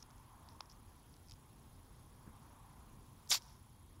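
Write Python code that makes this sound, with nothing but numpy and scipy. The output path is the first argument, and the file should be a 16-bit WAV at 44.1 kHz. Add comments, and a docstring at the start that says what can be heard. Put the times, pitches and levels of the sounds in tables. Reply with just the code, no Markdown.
"""Open desert, a vulture beside a wildlife camera. Throughout, distant traffic rumbles and the camera's
electronics hiss and whine, the whine in step with the picture frames. In the first 1.4 s feathers rustle
and beak and claws tick, with one sharper tap. Soft thuds at 2.3 s, a faint blip at 2.5 s. At 3.3 s the
bird sneezes once: a thin hiss through the nostrils, a wet blast, a faint echo off the scrub.
A last tick and rustle follow."""
import sys
import numpy as np
from scipy import signal
from scipy.io import wavfile
from scipy.ndimage import uniform_filter1d

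SR = 44100
rng = np.random.default_rng(int(sys.argv[2]) if len(sys.argv) > 2 else 0)


def wav_record(signal):
    """Record a signal, one row per channel, as 16-bit PCM in the file named by sys.argv[1]."""
    frames = np.transpose(np.atleast_2d(signal))
    bounded = np.clip(frames, -1, 1)
    # unit amplitude maps onto the largest positive 16-bit level
    quanta = np.round(bounded * 32767).astype(np.int16)
    wavfile.write(sys.argv[1], SR, quanta)


N = 176400
T = np.arange(N) / SR


def amp(db):
    """Decibels to gain."""
    return 10 ** (np.asarray(db) / 20)


def unit(x):
    """Scale to rms 1."""
    return x / np.sqrt(np.mean(x ** 2) + 1e-20)


def noise(size=N):
    """White noise."""
    return rng.standard_normal(size)


def level(points, t=T):
    """Gain along a curve of time_s, level_db."""
    return amp(np.interp(t, *np.transpose(points)))


def gesture(points):
    """Gain along a level curve, silent outside its span."""
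    return amp(np.interp(T, *np.transpose(points), left=-150, right=-150))


def add(mix, start_s, sound):
    """Mix a sound in at start_s."""
    part = mix[max(round(start_s * SR), 0):][:len(sound)]
    part += sound[:len(part)]


def colour(x, points, peaks=(), size=8192):
    """Minimum-phase filter of unit energy from a spectrum and optional resonances."""
    hz = abs(np.fft.fftfreq(size, 1 / SR))
    point_hz, point_db = np.transpose(points)
    db = np.interp(np.log(hz + 1), np.log(point_hz + 1), point_db)
    db += sum(gain / (1 + (2 * (hz - centre) / width) ** 2) for centre, width, gain in peaks)
    response = np.exp(signal.hilbert(np.log(amp(db))).conj())
    taps = np.fft.ifft(response).real[:size // 2]
    return signal.fftconvolve(x, taps / np.linalg.norm(taps))[:len(x)]


def patchy(x, depth_db, size):
    """Random swells and dips in the spectrum, 5 bins by 9 hops each."""
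    spectrum = signal.stft(x, nperseg=size)[2]
    patches = uniform_filter1d(noise(spectrum.shape), size=5, axis=0)
    patches = unit(uniform_filter1d(patches, size=9, axis=1))
    gain = unit(amp(depth_db * np.clip(patches, -2, 2)))
    return signal.istft(spectrum * gain)[1][:N]


def puffs(rows, rise_s, decay_s, size=4096):
    """Noise puffs, linear rise and exponential fall; rows begin start_s, level_db."""
    out, t = np.zeros(N), T[:size]
    shape = np.minimum(t / rise_s, 1) * np.exp(-np.maximum(t - rise_s, 0) / decay_s)
    for start_s, db, *_ in rows:
        add(out, start_s, amp(db) * shape * np.sign(noise(size)))
    return out


def ping(db, hz, ring_s, size=600):
    """Brief soft-start ring; a negative ring_s makes it swell until cut off."""
    age = 2 * T[:size] / ring_s
    return amp(db) * np.sin(2 * np.pi * hz * T[:size]) * (age * np.exp(1 - age)) ** 2


def whistle(hz, width_hz):
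    """Noise in a narrow resonance that follows the curve hz."""
    pole = np.exp(-np.pi * width_hz / SR)
    baseband = signal.lfilter([1], [1, -2 * pole, pole * pole], noise() + 1j * noise())
    return unit((baseband * np.exp(2j * np.pi * np.cumsum(hz) / SR)).real)


def traffic():
    """Far engines and tyres, fading in patches on the way through the air."""
    # spectra: freq_hz, relative_db
    engine_colour = [(10, -12), (28, -9.5), (40, 0.5), (54, -1.5), (70, -4.5), (85, 3), (105, -2.5),
                     (135, -4), (180, -12.5), (230, -9.5), (330, -16), (600, -25.5), (1500, -45),
                     (8000, -67.5)]
    tyre_colour = [(100, -20), (550, -12.5), (800, -2), (1030, 2), (1300, -7.5), (1800, -16), (3000, -28.5),
                   (8000, -53)]
    # envelopes: time_s, level_db
    engine_curve = [(0, -60.5), (1.2, -61), (1.8, -59.5), (2.6, -59), (3.3, -62), (4, -61.5)]
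    tyre_curve = [(0, -67), (.25, -68), (.47, -64.5), (.8, -69), (1.25, -72.5), (1.65, -70.5), (2.1, -71),
                  (2.4, -66.5), (2.85, -67), (3.1, -71.5), (3.45, -68), (3.7, -74), (4, -73.5)]
    engines = colour(noise(), engine_colour) * level(engine_curve)
    tyres = colour(noise(), tyre_colour) * level(tyre_curve)
    return patchy(engines + tyres, depth_db=1.2, size=1024)


def electronics(frame_hz=30):
    """Camera hiss, faint steady tones, and a high whine gated within every frame."""
    # hiss spectrum: freq_hz, relative_db
    hiss_colour = [(100, 0), (2000, 2), (5000, 0.5), (6500, 0.5), (7500, -1.5), (11300, -3.5), (12000, -4),
                   (13200, -2.5), (16000, -2)]
    # hiss humps: centre_hz, width_hz, gain_db
    hiss_peaks = [(9800, 250, 5), (14550, 180, 6)]
    # hiss envelope: time_s, level_db
    hiss_curve = [(0, -72), (2.8, -71.5), (3.4, -71), (3.7, -73), (4, -73.5)]
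    # steady tones: pitch_hz, level_db
    tones = [(3262, -88.5), (3564, -91), (3860, -96), (6826, -93.5), (9496, -98), (10724, -92),
             (11278, -89.5), (13356, -99), (14540, -94), (15138, -100)]
    # whine bursts: start_frames, length_frames, pitch_hz, width_hz, level_db
    bursts = [(.79, 0.24, 10760, 160, -72), (.27, .11, 10760, 160, -75), (.43, .07, 10760, 160, -79),
              (.79, .23, 11280, 40, -79), (.52, .26, 9580, 180, -83)]
    out = colour(patchy(noise(), depth_db=2, size=256), hiss_colour, hiss_peaks) * level(hiss_curve)
    for hz, db in tones:
        out += np.sqrt(2) * amp(db) * np.sin(2 * np.pi * (hz * T + rng.random()))
    for start, length, hz, width_hz, db in bursts:
        gate = uniform_filter1d(1. * ((T * frame_hz - start) % 1 < length), size=40)
        drift_rad = uniform_filter1d(np.cumsum(noise()) * np.sqrt(np.pi * width_hz / SR), size=60)
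        out += np.sqrt(2) * amp(db) * gate * np.sin(2 * np.pi * hz * T + drift_rad)
    return out


def feathers(grain_db=10):
    """Soft, grainy swells of feather on feather as the bird moves."""
    # swells: centre_s, half_length_s, level_db
    rustles = [(0.01, .02, -68.5), (0.512, 0.04, -78), (.71, .018, -74), (1.12, .04, -79),
               (1.29, 0.034, -78), (3.43, 0.022, -68), (3.503, .05, -72.5)]
    # spectrum: freq_hz, relative_db
    rustle_colour = [(300, -45), (3000, -24), (4400, -9), (5500, 1), (6400, -9.5), (8000, -20),
                     (16000, -37)]
    motion = sum(amp(db) * np.exp(-((T - centre_s) / half_s) ** 2) for centre_s, half_s, db in rustles)
    grain = amp(grain_db * np.tanh(unit(uniform_filter1d(noise(), size=60))))
    return colour(motion * unit(noise() * grain), rustle_colour)


def ticks():
    """Beak and claws: each dry tick is a tiny crack with a ring of a few cycles."""
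    # ticks: start_s, ring_db, pitch_hz, crack_re_ring_db
    hits = [(.0260, -45.5, 5430, -8.5), (0.0284, -46, 5450, -9), (.1042, -57.5, 6030, -1.5),
            (0.11, -59, 5500, -2), (0.1813, -58.5, 6800, -9), (0.4883, -50, 5100, -5),
            (.522, -57, 5470, -9), (.6077, -37.5, 5060, -11), (.658, -58, 5400, -10),
            (.6978, -51, 5100, -10), (.7005, -51.5, 5200, -11), (.7068, -62, 5200, -11),
            (.7142, -49, 5460, -16), (.7212, -51, 5400, -16), (1.1403, -53, 5300, -6.5),
            (1.166, -57, 5400, -1), (1.273, -63, 5400, -4), (1.285, -51, 5400, -9),
            (1.297, -47.5, 5000, -7), (1.3111, -46, 5200, -4.5), (1.3198, -45, 4900, -5),
            (1.3367, -54.5, 5200, -8), (3.275, -56, 4740, 1), (3.4213, -54, 5540, -1)]
    # crack spectrum: freq_hz, relative_db
    crack_colour = [(300, -32), (1500, -11), (2400, -9), (4000, -2.5), (5500, -4), (7800, -9.5),
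                    (9000, -14), (16000, -24)]
    cracks = [(start_s, ring_db + crack_db) for start_s, ring_db, _, crack_db in hits]
    out = colour(puffs(cracks, rise_s=.0001, decay_s=.0011), crack_colour)
    for start_s, ring_db, hz, _ in hits:
        add(out, start_s, ping(ring_db, hz, ring_s=.00085))
    return out


def tap(start_s=.606, scrape_s=.0025):
    """A brief scrape with a hollow knock."""
    # scrape spectrum: freq_hz, relative_db
    scrape_colour = [(100, -11), (400, -7), (800, -5), (1400, -7.5), (2500, -11.5), (4000, -6), (5500, -6),
                     (7500, -30), (16000, -27)]
    contact = (T > start_s) * (T < start_s + scrape_s)
    out = colour(amp(-44) * np.sign(noise()) * contact, scrape_colour)
    add(out, start_s, ping(db=-44.5, hz=960, ring_s=.0027))
    return out


def thuds():
    """Dull, quiet knocks, probably shifting feet."""
    # knocks: start_s, level_db
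    knocks = [(2.261, -55), (2.272, -50), (2.286, -55)]
    # spectrum: freq_hz, relative_db
    knock_colour = [(30, -15), (110, 2), (260, 1.5), (500, -17.5), (1600, -18), (4000, -58), (16000, -60)]
    return colour(puffs(knocks, rise_s=.002, decay_s=.0082), knock_colour)


def blip(start_s=2.5):
    """A very faint high tone that swells for 14 ms and cuts off."""
    out = np.zeros(N)
    add(out, start_s, ping(-33.5, hz=5450, ring_s=-.7))
    return out


def sneeze(drops_per_s=3000, drop_spread_db=4, spray_share=.25):
    """Turbulent air and fine spray sound through the nose; the jet's whistles slide as the beak opens."""
    # envelopes: time_s, level_db
    hiss_curve = [(3.288, -77.5), (3.292, -54.5), (3.297, -49), (3.301, -40.5), (3.307, -33), (3.313, -41),
                  (3.345, -38.5), (3.372, -50), (3.39, -75)]
    blast_curve = [(3.298, -64), (3.309, -53.5), (3.3125, -37.5), (3.3155, -28.5), (3.325, -30),
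                   (3.334, -34), (3.356, -37), (3.361, -45), (3.376, -46.5), (3.392, -68)]
    # spectra: freq_hz, relative_db
    hiss_colour = [(200, -33.5), (2500, -14.5), (4000, -7), (5400, -1.5), (7200, 0), (8800, -10.5),
                   (12500, -9.5), (16000, -12.5)]
    blast_colour = [(100, -35), (400, -29), (700, -14.5), (1600, -12.5), (2100, -9), (2900, -8.5),
                    (3700, -2), (4400, -6.5), (5600, -4.5), (6500, -8), (8700, -15.5), (11000, -18.5),
                    (16000, -32)]
    # nasal and beak resonances: centre_hz, width_hz, gain_db
    nose = [(1010, 160, -0.5), (3800, 260, 1), (4700, 200, 3.5), (4960, 110, 2.5), (5600, 170, 7),
            (6700, 100, -1), (7200, 120, 4)]
    # jet resonances: time_s, lower_hz, upper_hz
    jet = [(3.29, 5500, 8000), (3.297, 5400, 8300), (3.306, 6900, 9500), (3.316, 5600, 10200),
           (3.325, 5350, 10900), (3.335, 4700, 11900), (3.35, 4500, 12900), (3.385, 4800, 13300)]
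    hiss, blast = gesture(hiss_curve), gesture(blast_curve)
    drops = (rng.random(N) < drops_per_s / SR) * np.sign(noise())
    drops *= amp(drop_spread_db * np.minimum(rng.exponential(1, N), 2))
    wet_air = np.sqrt(1 - spray_share) * noise() + np.sqrt(spray_share) * unit(drops)
    thin_air = patchy(noise(), depth_db=1.5, size=192)
    out = colour(thin_air * hiss, hiss_colour, nose) + colour(wet_air * blast, blast_colour, nose)
    time_s, lower_hz, upper_hz = np.transpose(jet)
    out += amp(-4.5) * np.hypot(blast, hiss) * whistle(np.interp(T, time_s, lower_hz), width_hz=955)
    out += amp(-10) * hiss * whistle(np.interp(T, time_s, upper_hz), width_hz=1300)
    return out


def sputters():
    """Mucus in the sneeze: each sputter is a low gulp, a bright pop and a puff of noise."""
    # sputters: start_s, gulp_db, gulp_hz, pop_db, pop_hz
    bursts = [(3.3095, -43.5, 566, -46.5, 4500), (3.3148, -40.5, 1350, -21, 3680),
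              (3.3203, -36, 1040, -24.5, 5460), (3.3268, -54, 626, -19.5, 4900),
              (3.3312, -51.5, 780, -37, 4560), (3.338, -51.5, 1400, -36.5, 2740),
              (3.3466, -41, 1023, -33, 3990), (3.354, -53.5, 1050, -30.5, 4310)]
    # puff spectrum: freq_hz, relative_db
    puff_colour = [(100, -13.5), (350, -9), (650, -2), (1020, 3), (1500, 3.5), (2500, -16.5), (5000, -39.5),
                   (16000, -60.5)]
    out = amp(-9) * colour(puffs(bursts, rise_s=.0017, decay_s=.0024), puff_colour)
    for start_s, gulp_db, gulp_hz, pop_db, pop_hz in bursts:
        add(out, start_s, ping(gulp_db, gulp_hz, ring_s=.0026) + ping(pop_db, pop_hz, ring_s=.0012))
    return out


def scrub_echo(x, echo_db=-35.5, size=14000):
    """Ground and bushes scatter back a weak, diffuse echo."""
    # echo envelope: delay_s, relative_db
    echo_curve = [(.015, -2), (.06, 5), (.11, -3.5), (.17, -0.5), (.23, -7.5), (.3, -21)]
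    t = T[:size]
    taps = noise(size) * level(echo_curve, t) * (t > echo_curve[0][0])
    return amp(echo_db) * signal.fftconvolve(x, taps / np.linalg.norm(taps))[:N]


def scene():
    """The bird close by, its echo, and the background; mono."""
    near = sneeze() + sputters() + ticks() + tap() + feathers() + thuds() + blip()
    return (near + scrub_echo(near) + traffic() + electronics())[None]


def record(dry):
    """The camera's band limit."""
    edge_hz = 15800
    lowpass = signal.firwin(511, edge_hz, window=("kaiser", 9), fs=SR)
    return signal.oaconvolve(dry, lowpass[None], "same")


dry = scene()
out = record(dry)
wav_record(out)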